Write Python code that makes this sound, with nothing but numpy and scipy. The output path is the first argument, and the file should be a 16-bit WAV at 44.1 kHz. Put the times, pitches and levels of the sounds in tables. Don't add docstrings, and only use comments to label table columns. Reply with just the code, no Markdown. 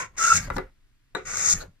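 import sys
import numpy as np
from scipy import signal
from scipy.fft import rfft, irfft, next_fast_len
from scipy.io import wavfile
from scipy.ndimage import uniform_filter1d

SR = 44100
rng = np.random.default_rng(int(sys.argv[2]) if len(sys.argv) > 2 else 0)


def makeup_ratio(level_db):
    decades = np.asarray(level_db, float) / 20
    return 10 ** decades


def int16_out(signal):
    q = np.round(np.clip(np.atleast_2d(signal).T, -1, 1) * 32767)
    wavfile.write(sys.argv[1], SR, q.astype(np.int16))


N = 79380
T = np.arange(N) / SR
SIZE = next_fast_len(N + SR // 2)
HZ = np.arange(SIZE // 2 + 1) * SR / SIZE + 1e-3


def unit(x):
    return x / np.sqrt(np.mean(x ** 2))


def along(table):
    hz, value = np.array(table, float).T
    return np.interp(np.log(HZ), np.log(hz), value)


def ring(x, peaks, order=1):
    response = 0
    for k, (hz, width_hz, level_db) in enumerate(peaks):
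        detune = (HZ / hz - hz / HZ) * hz / width_hz
        response = response + (-1) ** k * makeup_ratio(level_db) / (1 + 1j * detune) ** order
    return irfft(rfft(x, SIZE) * response, SIZE)[:N]


def walk(rate_per_s):
    hold = int(SR / rate_per_s)
    steps = np.repeat(rng.standard_normal(N // hold + 1), hold)
    return unit(uniform_filter1d(uniform_filter1d(steps, hold), hold)[:N])


def fibres():
    snaps_per_s, spread_db = 16000, 1.8
    grain_db, grain_per_s = 1.2, 300
    hit = rng.random(N) < snaps_per_s / SR
    snaps = hit * makeup_ratio(spread_db * rng.exponential(size=N)) * rng.standard_normal(N)
    return snaps * makeup_ratio(grain_db * walk(grain_per_s))


# start_s, cut_db, rub_db
STROKES = [
    [(0, -34, -33), (.012, -34.5, -37.5), (.035, -43.5, -38.5), (.064, -54, -48), (.118, -94, -93.5),
     (.16, -66.5, -54.5)],
    [(.165, -59, -55.5), (.181, -30, -40.5), (.237, -24, -35), (.335, -23.5, -37.5), (.375, -19, -34),
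     (.382, -28, -37.5), (.393, -33, -43), (.485, -58.5, -53), (.497, -85.5, -85)],
    [(.5015, -69, -43), (.516, -72, -51.5), (.56, -49, -62.5), (.59, -76, -47), (.64, -94, -64.5),
     (.7, -87, -70.5)],
    [(1.17, -51, -42), (1.212, -66.5, -52.5), (1.248, -64, -65.5), (1.255, -44, -48.5), (1.275, -36, -42),
     (1.336, -33.5, -41), (1.4, -27.5, -38.5)],
    [(1.4, -26, -38), (1.518, -17.5, -38.5), (1.537, -21.5, -41), (1.542, -32, -46.5), (1.59, -47.5, -51),
     (1.625, -45, -62), (1.645, -78, -76.5), (1.72, -99, -97)],
]
# pitch_hz, width_hz, level_db, edge_db (blade edge ring)
SPOTS = [(1050, 170, 12, -4.5), (1586, 80, 9, -3), (1253, 296, -10, -17), (1400, 65, -12, -1.5),
         (1400, 92, -8, 5)]
# pitch_hz, width_hz, level_db
BLADE = [(3678, 830, -18.5), (5557, 1710, -10.5), (6830, 1200, -4.5), (7690, 1100, -10.5),
         (8800, 1700, -18), (10970, 1300, -30), (13370, 4500, -30)]
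# pitch_hz, width_hz, level_db
SOLE = [(180, 170, -7), (438, 308, -4.5), (864, 1380, -5), (1120, 250, -2), (1340, 467, 3), (1909, 98, 5),
        (2122, 365, 3), (2764, 270, -13)]
# centre_s, boost_db, length_s
SNAGS = [(.268, 3.5, 0.0022), (.29, 2, .003), (.365, 2, .002), (0.373, 1.5, .003), (0.381, 2.5, .002),
         (1.448, -0.5, 0.0038), (1.461, -0.5, 0.0025), (1.478, -1, 0.0037), (1.489, 6.5, .002),
         (1.503, 3, 0.0051), (1.514, 2.5, .0015), (1.516, 0.5, 0.00077), (1.523, 1.5, 0.0014),
         (1.525, -3, .001), (1.528, 7.5, 0.0019), (1.535, 2.5, 0.0012), (1.538, 4.5, .001)]
# centre_s, level_db, length_s, pitch_hz, width_hz
PUFFS = [(.008, -31.5, 0.01, 1486, 161), (0.253, -36, 0.026, 2707, 200), (0.327, -33.5, 0.029, 2640, 130),
         (0.355, -36.5, .005, 2130, 300), (0.382, -35, 0.0064, 2188, 200), (0.396, -40, 0.004, 2258, 200),
         (0.431, -52.5, 0.037, 10580, 8800), (0.446, -50, 0.031, 4520, 820),
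         (.5025, -42, .0012, 4500, 6000), (.568, -35.5, 0.0041, 4500, 3000),
         (.5835, -40.5, .0012, 4440, 6000), (1.565, -44.5, .02, 1750, 250),
         (0.549, -58.5, 0.031, 8800, 9500), (1.584, -52.5, 0.047, 11270, 8590),
         (1.616, -45, 0.017, 4160, 677), (1.62, -47, 0.028, 1410, 378), (1.626, -43.5, 0.03, 482, 420)]


def scrape():
    edge_hz, edge_width_hz = 6618, 370
    torn, sole, out = fibres(), fibres(), 0
    bite = makeup_ratio(sum(db * np.exp(-((T - s) / d) ** 2) for s, db, d in SNAGS))
    for rows, (hz, width_hz, level_db, edge_db) in zip(STROKES, SPOTS):
        start_s, cut_db, rub_db = np.array(rows).T
        on = (T >= start_s[0]) & (T < start_s[-1])
        edge = ring(torn, [(edge_hz, edge_width_hz, edge_db)], order=2)
        blade = unit(ring(torn, BLADE, order=2) + edge)
        rub = makeup_ratio(4) * unit(ring(sole, SOLE + [(hz, width_hz, level_db)], order=2))
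        cut = makeup_ratio(np.interp(T, start_s, cut_db)) * bite * blade
        out = out + on * (cut + makeup_ratio(np.interp(T, start_s, rub_db)) * rub)
    for centre_s, level_db, length_s, hz, width_hz in PUFFS:
        swell = makeup_ratio(level_db) * np.exp(-((T - centre_s) / length_s) ** 2)
        out = out + swell * unit(ring(sole, [(hz, width_hz, 0)], order=2))
    return out


# centre_s, peak_db, length_s, pitch_hz
CHATTER = [(0.189, -45, 0.0032, 1400), (.2, -22.5, 0.013, 1325), (0.216, -21, 0.0082, 1309),
           (0.229, -18, 0.0077, 1369), (0.25, -13, .011, 1375), (0.267, -19, 0.0071, 1319),
           (.281, -13, 0.0068, 1409), (0.297, -21, 0.0082, 1400), (.306, -10.5, 0.0052, 1346),
           (0.312, -17, 0.0037, 1332), (0.3226, -4.5, 0.0061, 1338), (0.34, -16, 0.0084, 1375),
           (0.368, -34.5, 0.0059, 1330)]
FLIPS = [.238, .258, .292, .333, .353]


def chatter():
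    flip_s, wobble, overtone_db = 0.0012, 0.01, -19.5
    centre_s, _, _, pitch_hz = np.array(CHATTER).T
    swell = sum(makeup_ratio(db) * np.exp(-((T - s) / (0.84 * d)) ** 2) for s, db, d, _ in CHATTER)
    hz = np.interp(T, centre_s, pitch_hz) * (1 + wobble * walk(300))
    phase = 2 * np.pi * np.cumsum(hz) / SR
    turn = np.prod([np.tanh((T - s) / flip_s) for s in FLIPS], axis=0)
    return swell * (turn * np.sin(phase) + makeup_ratio(overtone_db) * np.sin(2 * phase))


# start_s, level_db, contact_ms, iron_db, crack_db
KNOCKS = [(0.4739, -31.5, 0.88, -25, -34), (0.4806, -45.5, 0.25, -20, -6),
          (0.502, -20, 0.067, -23.5, -14.5), (0.5064, -26.5, 0.25, -31, -32), (.565, -23, 0.29, -18, 1),
          (0.5688, -25, 0.15, -19.5, -8), (0.5827, -17.5, 0.48, -19.5, -8.5),
          (.594, -25.5, 0.6, -27, -28.5), (1.150, -19.5, 0.11, -13.5, -5.5),
          (1.154, -22.5, 0.066, -13, -15.5), (1.165, -30, 0.34, -4, -22.5), (1.196, -30, 0.9, -8.5, -16.5)]
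# pitch_hz, level_db, t60_s
BOARD = [(100.9, -23, 0.04), (180, -17, 0.2), (277, -16, 0.15), (373.3, -12, 0.15), (460, -5.5, 0.039),
         (535.4, -4, 0.067), (718, -2.5, 0.039), (926, 1, 0.023), (1174, 1, 0.032), (1332, 1.5, 0.013),
         (1453, 1.5, 0.029), (1680, -7.5, 0.035), (1986, -3, 0.036), (2306, -13, 0.056)]
# pitch_hz, level_db, t60_s
IRON = [(3871, 2.5, 0.026), (5960, -10, 0.043), (7640, 2.5, 0.0068)]


def knocks():
    mode_spread, scatter_db = .025, 2.2
    held_t60_s, iron_t60_s = .13, .05
    crack_s, crack_hz = .0006, 6000
    out, t = np.zeros(N + SR), np.arange(SR // 4) / SR
    for start_s, level_db, contact_ms, iron_db, crack_db in KNOCKS:
        iron = [(hz, db + iron_db + 10, min(t60_s, iron_t60_s)) for hz, db, t60_s in IRON]
        modes = np.repeat(BOARD + iron, repeats=4, axis=0)
        luck = rng.standard_normal((3, len(modes)))
        hz = modes[:, 0] * (1 + mode_spread * luck[0])
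        softness = 1 + (hz * contact_ms / 1000) ** 2
        gain = makeup_ratio(modes[:, 1] + scatter_db * luck[1]) / softness * np.sign(luck[2])
        decay = np.exp(-np.log(1000) * t / np.minimum(modes[:, 2:], held_t60_s))
        body = gain @ (np.sin(2 * np.pi * hz[:, None] * t) * decay)
        crack = makeup_ratio(crack_db + 11) * rng.standard_normal(len(t)) * np.exp(-t / crack_s)
        crack = signal.lfilter(*signal.butter(1, crack_hz, fs=SR), crack)
        first = int(start_s * SR)
        out[first:first + len(t)] += makeup_ratio(level_db - 12) * (body + crack)
    return out[:N]


# start_s, level_db, pitch_hz, t60_s
NOTES = [(.473, -32.5, 259.5, .05), (.480, -34.5, 575, 0.056), (.502, -29.5, 560, 0.036),
         (.503, -32.5, 830, 0.033), (.508, -29, 62.5, 0.11), (.561, -22, 190, .05), (.565, -25, 264.4, .09),
         (.566, -28, 825, 0.075), (.569, -35.5, 523, .08), (.582, -30.5, 373.5, 0.19),
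         (.583, -36, 570, .07), (.583, -32.5, 269.5, 0.11), (.583, -26, 1213, 0.056),
         (.594, -33.5, 423, 0.15), (.602, -38, 520, 0.14), (1.156, -33, 374, 0.28),
         (1.150, -33, 494, 0.063), (1.151, -21.5, 932, 0.032), (1.152, -22, 1504, .03),
         (1.152, -22.5, 1170, 0.038), (1.155, -32.5, 205, 0.041), (1.163, -29, 425.7, 0.13),
         (1.164, -30, 282, 0.042), (1.165, -36.5, 733, 0.13), (1.180, -39.5, 521, 0.18),
         (1.207, -36.5, 429, 0.11)]


def notes():
    rise_s, choke_s = 0.0018, .095
    shake_db, shake_per_s = 2.2, 120
    out = 0
    for start_s, level_db, hz, t60_s in NOTES:
        t = np.maximum(T - start_s, 0)
        fade = np.exp(-np.log(1000) * t / t60_s - (t / choke_s) ** 3) * (1 - np.exp(-t / rise_s))
        level = makeup_ratio(level_db + shake_db * walk(shake_per_s))
        out = out + level * np.sin(2 * np.pi * hz * t) * fade
    return out


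# start_s, level_db, upper_db (thud over sway)
BENCH = [(0.0, -43, -14), (0.03, -59.5, 4.5), (0.16, -53.5, -11.5), (0.21, -54, -25.5), (0.3, -48.5, -25),
         (0.34, -43.5, 11), (0.54, -37, -10), (0.571, -36, -2), (0.646, -47, -12), (0.752, -66.5, -17),
         (1.092, -74, -12), (1.162, -60.5, -10.5), (1.242, -51, -8.5), (1.508, -56, 9), (1.538, -34.5, -1),
         (1.658, -41.5, -37), (1.687, -57, 12.5), (1.8, -71, -39.5)]


def bench():
    start_s, level_db, upper_db = np.array(BENCH).T
    sway = unit(ring(rng.standard_normal(N), [(27.5, 12, 0)], order=1))
    thud = unit(ring(rng.standard_normal(N), [(97, 50, -2), (169.0, 65, -7.5)], order=2))
    return makeup_ratio(np.interp(T, start_s, level_db)) * (sway + makeup_ratio(np.interp(T, start_s, upper_db)) * thud)


# pitch_hz, level_db
PORT_DB = [(200, 0.5), (700, 1), (1300, 1), (2400, -1), (4400, 4.5), (8000, 4.5), (11000, -4), (15000, 0.5)]
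# pitch_hz, phase_rad
PORT_RAD = [(150, 1), (690, -3), (1350, 0.87), (1950, 0.03), (2300, 2.5), (4700, 5.5), (6500, 3.5),
            (10400, 3.5)]
# pitch_hz, likeness_0_to_1
PORT_LIKE = [(60, 1), (250, 0.86), (600, 0.68), (1350, 0.65), (2500, 0.1), (6500, 0.64), (9000, 0.24),
             (15000, 0.18)]


def ports(x, other):
    like = np.clip(along(PORT_LIKE), 0, 1)
    turn = makeup_ratio(along(PORT_DB) / 2) * np.exp(.5j * along(PORT_RAD))
    shared = rfft(x, SIZE) * np.sqrt((1 + like) / 2)
    unlike = rfft(other, SIZE) * np.sqrt((1 - like) / 2)
    return irfft(np.array([(shared + unlike) * turn, (shared - unlike) / turn]), SIZE)[:, :N]


def room(x):
    t60_s, low_hz, top_hz = 0.17, 200, 5050
    t = np.arange(SR // 2) / SR
    band = signal.butter(1, [low_hz, top_hz], "band", fs=SR)
    tail = signal.lfilter(*band, rng.standard_normal((2, len(t))))
    tail = tail * np.exp(-np.log(1000) * t / t60_s) * (t > .004)
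    return signal.fftconvolve(x[None], tail / np.sqrt(np.sum(tail ** 2) / 2), axes=1)[:, :N]


# pitch_hz, level_db_per_hz
SHOP = [(12, -43.5), (20, 4), (87, -25), (129, -11.5), (148, -33.5), (252, -26), (565, -45), (1720, -33),
        (15500, -50.5)]


def shop():
    level_db = -63
    hiss = [irfft(rfft(rng.standard_normal(SIZE)) * makeup_ratio(along(SHOP)), SIZE)[:N] for _ in range(2)]
    return makeup_ratio(level_db) * ports(*hiss) / np.sqrt(np.mean(hiss[0] ** 2))


def scene():
    rub, song, hits = scrape(), chatter(), knocks()
    smear = rng.standard_normal(256) * np.exp(-np.arange(256) / 30) / 4
    scatter = signal.fftconvolve(hits, smear)[:N]
    wet = room(makeup_ratio(-16) * rub + makeup_ratio(-23.5) * song + makeup_ratio(-11) * hits)
    return ports(rub + song + hits, scrape() + scatter) + wet + bench() + shop() + notes()


def roll_off(x):
    return signal.sosfilt(signal.butter(12, 15750, fs=SR, output="sos"), x)


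def record(dry):
    top_hz = 15100
    mix = signal.sosfilt(signal.ellip(5, .5, 28, top_hz, fs=SR, output="sos"), dry)
    return roll_off(mix)


dry = scene()
out = record(dry)
int16_out(out)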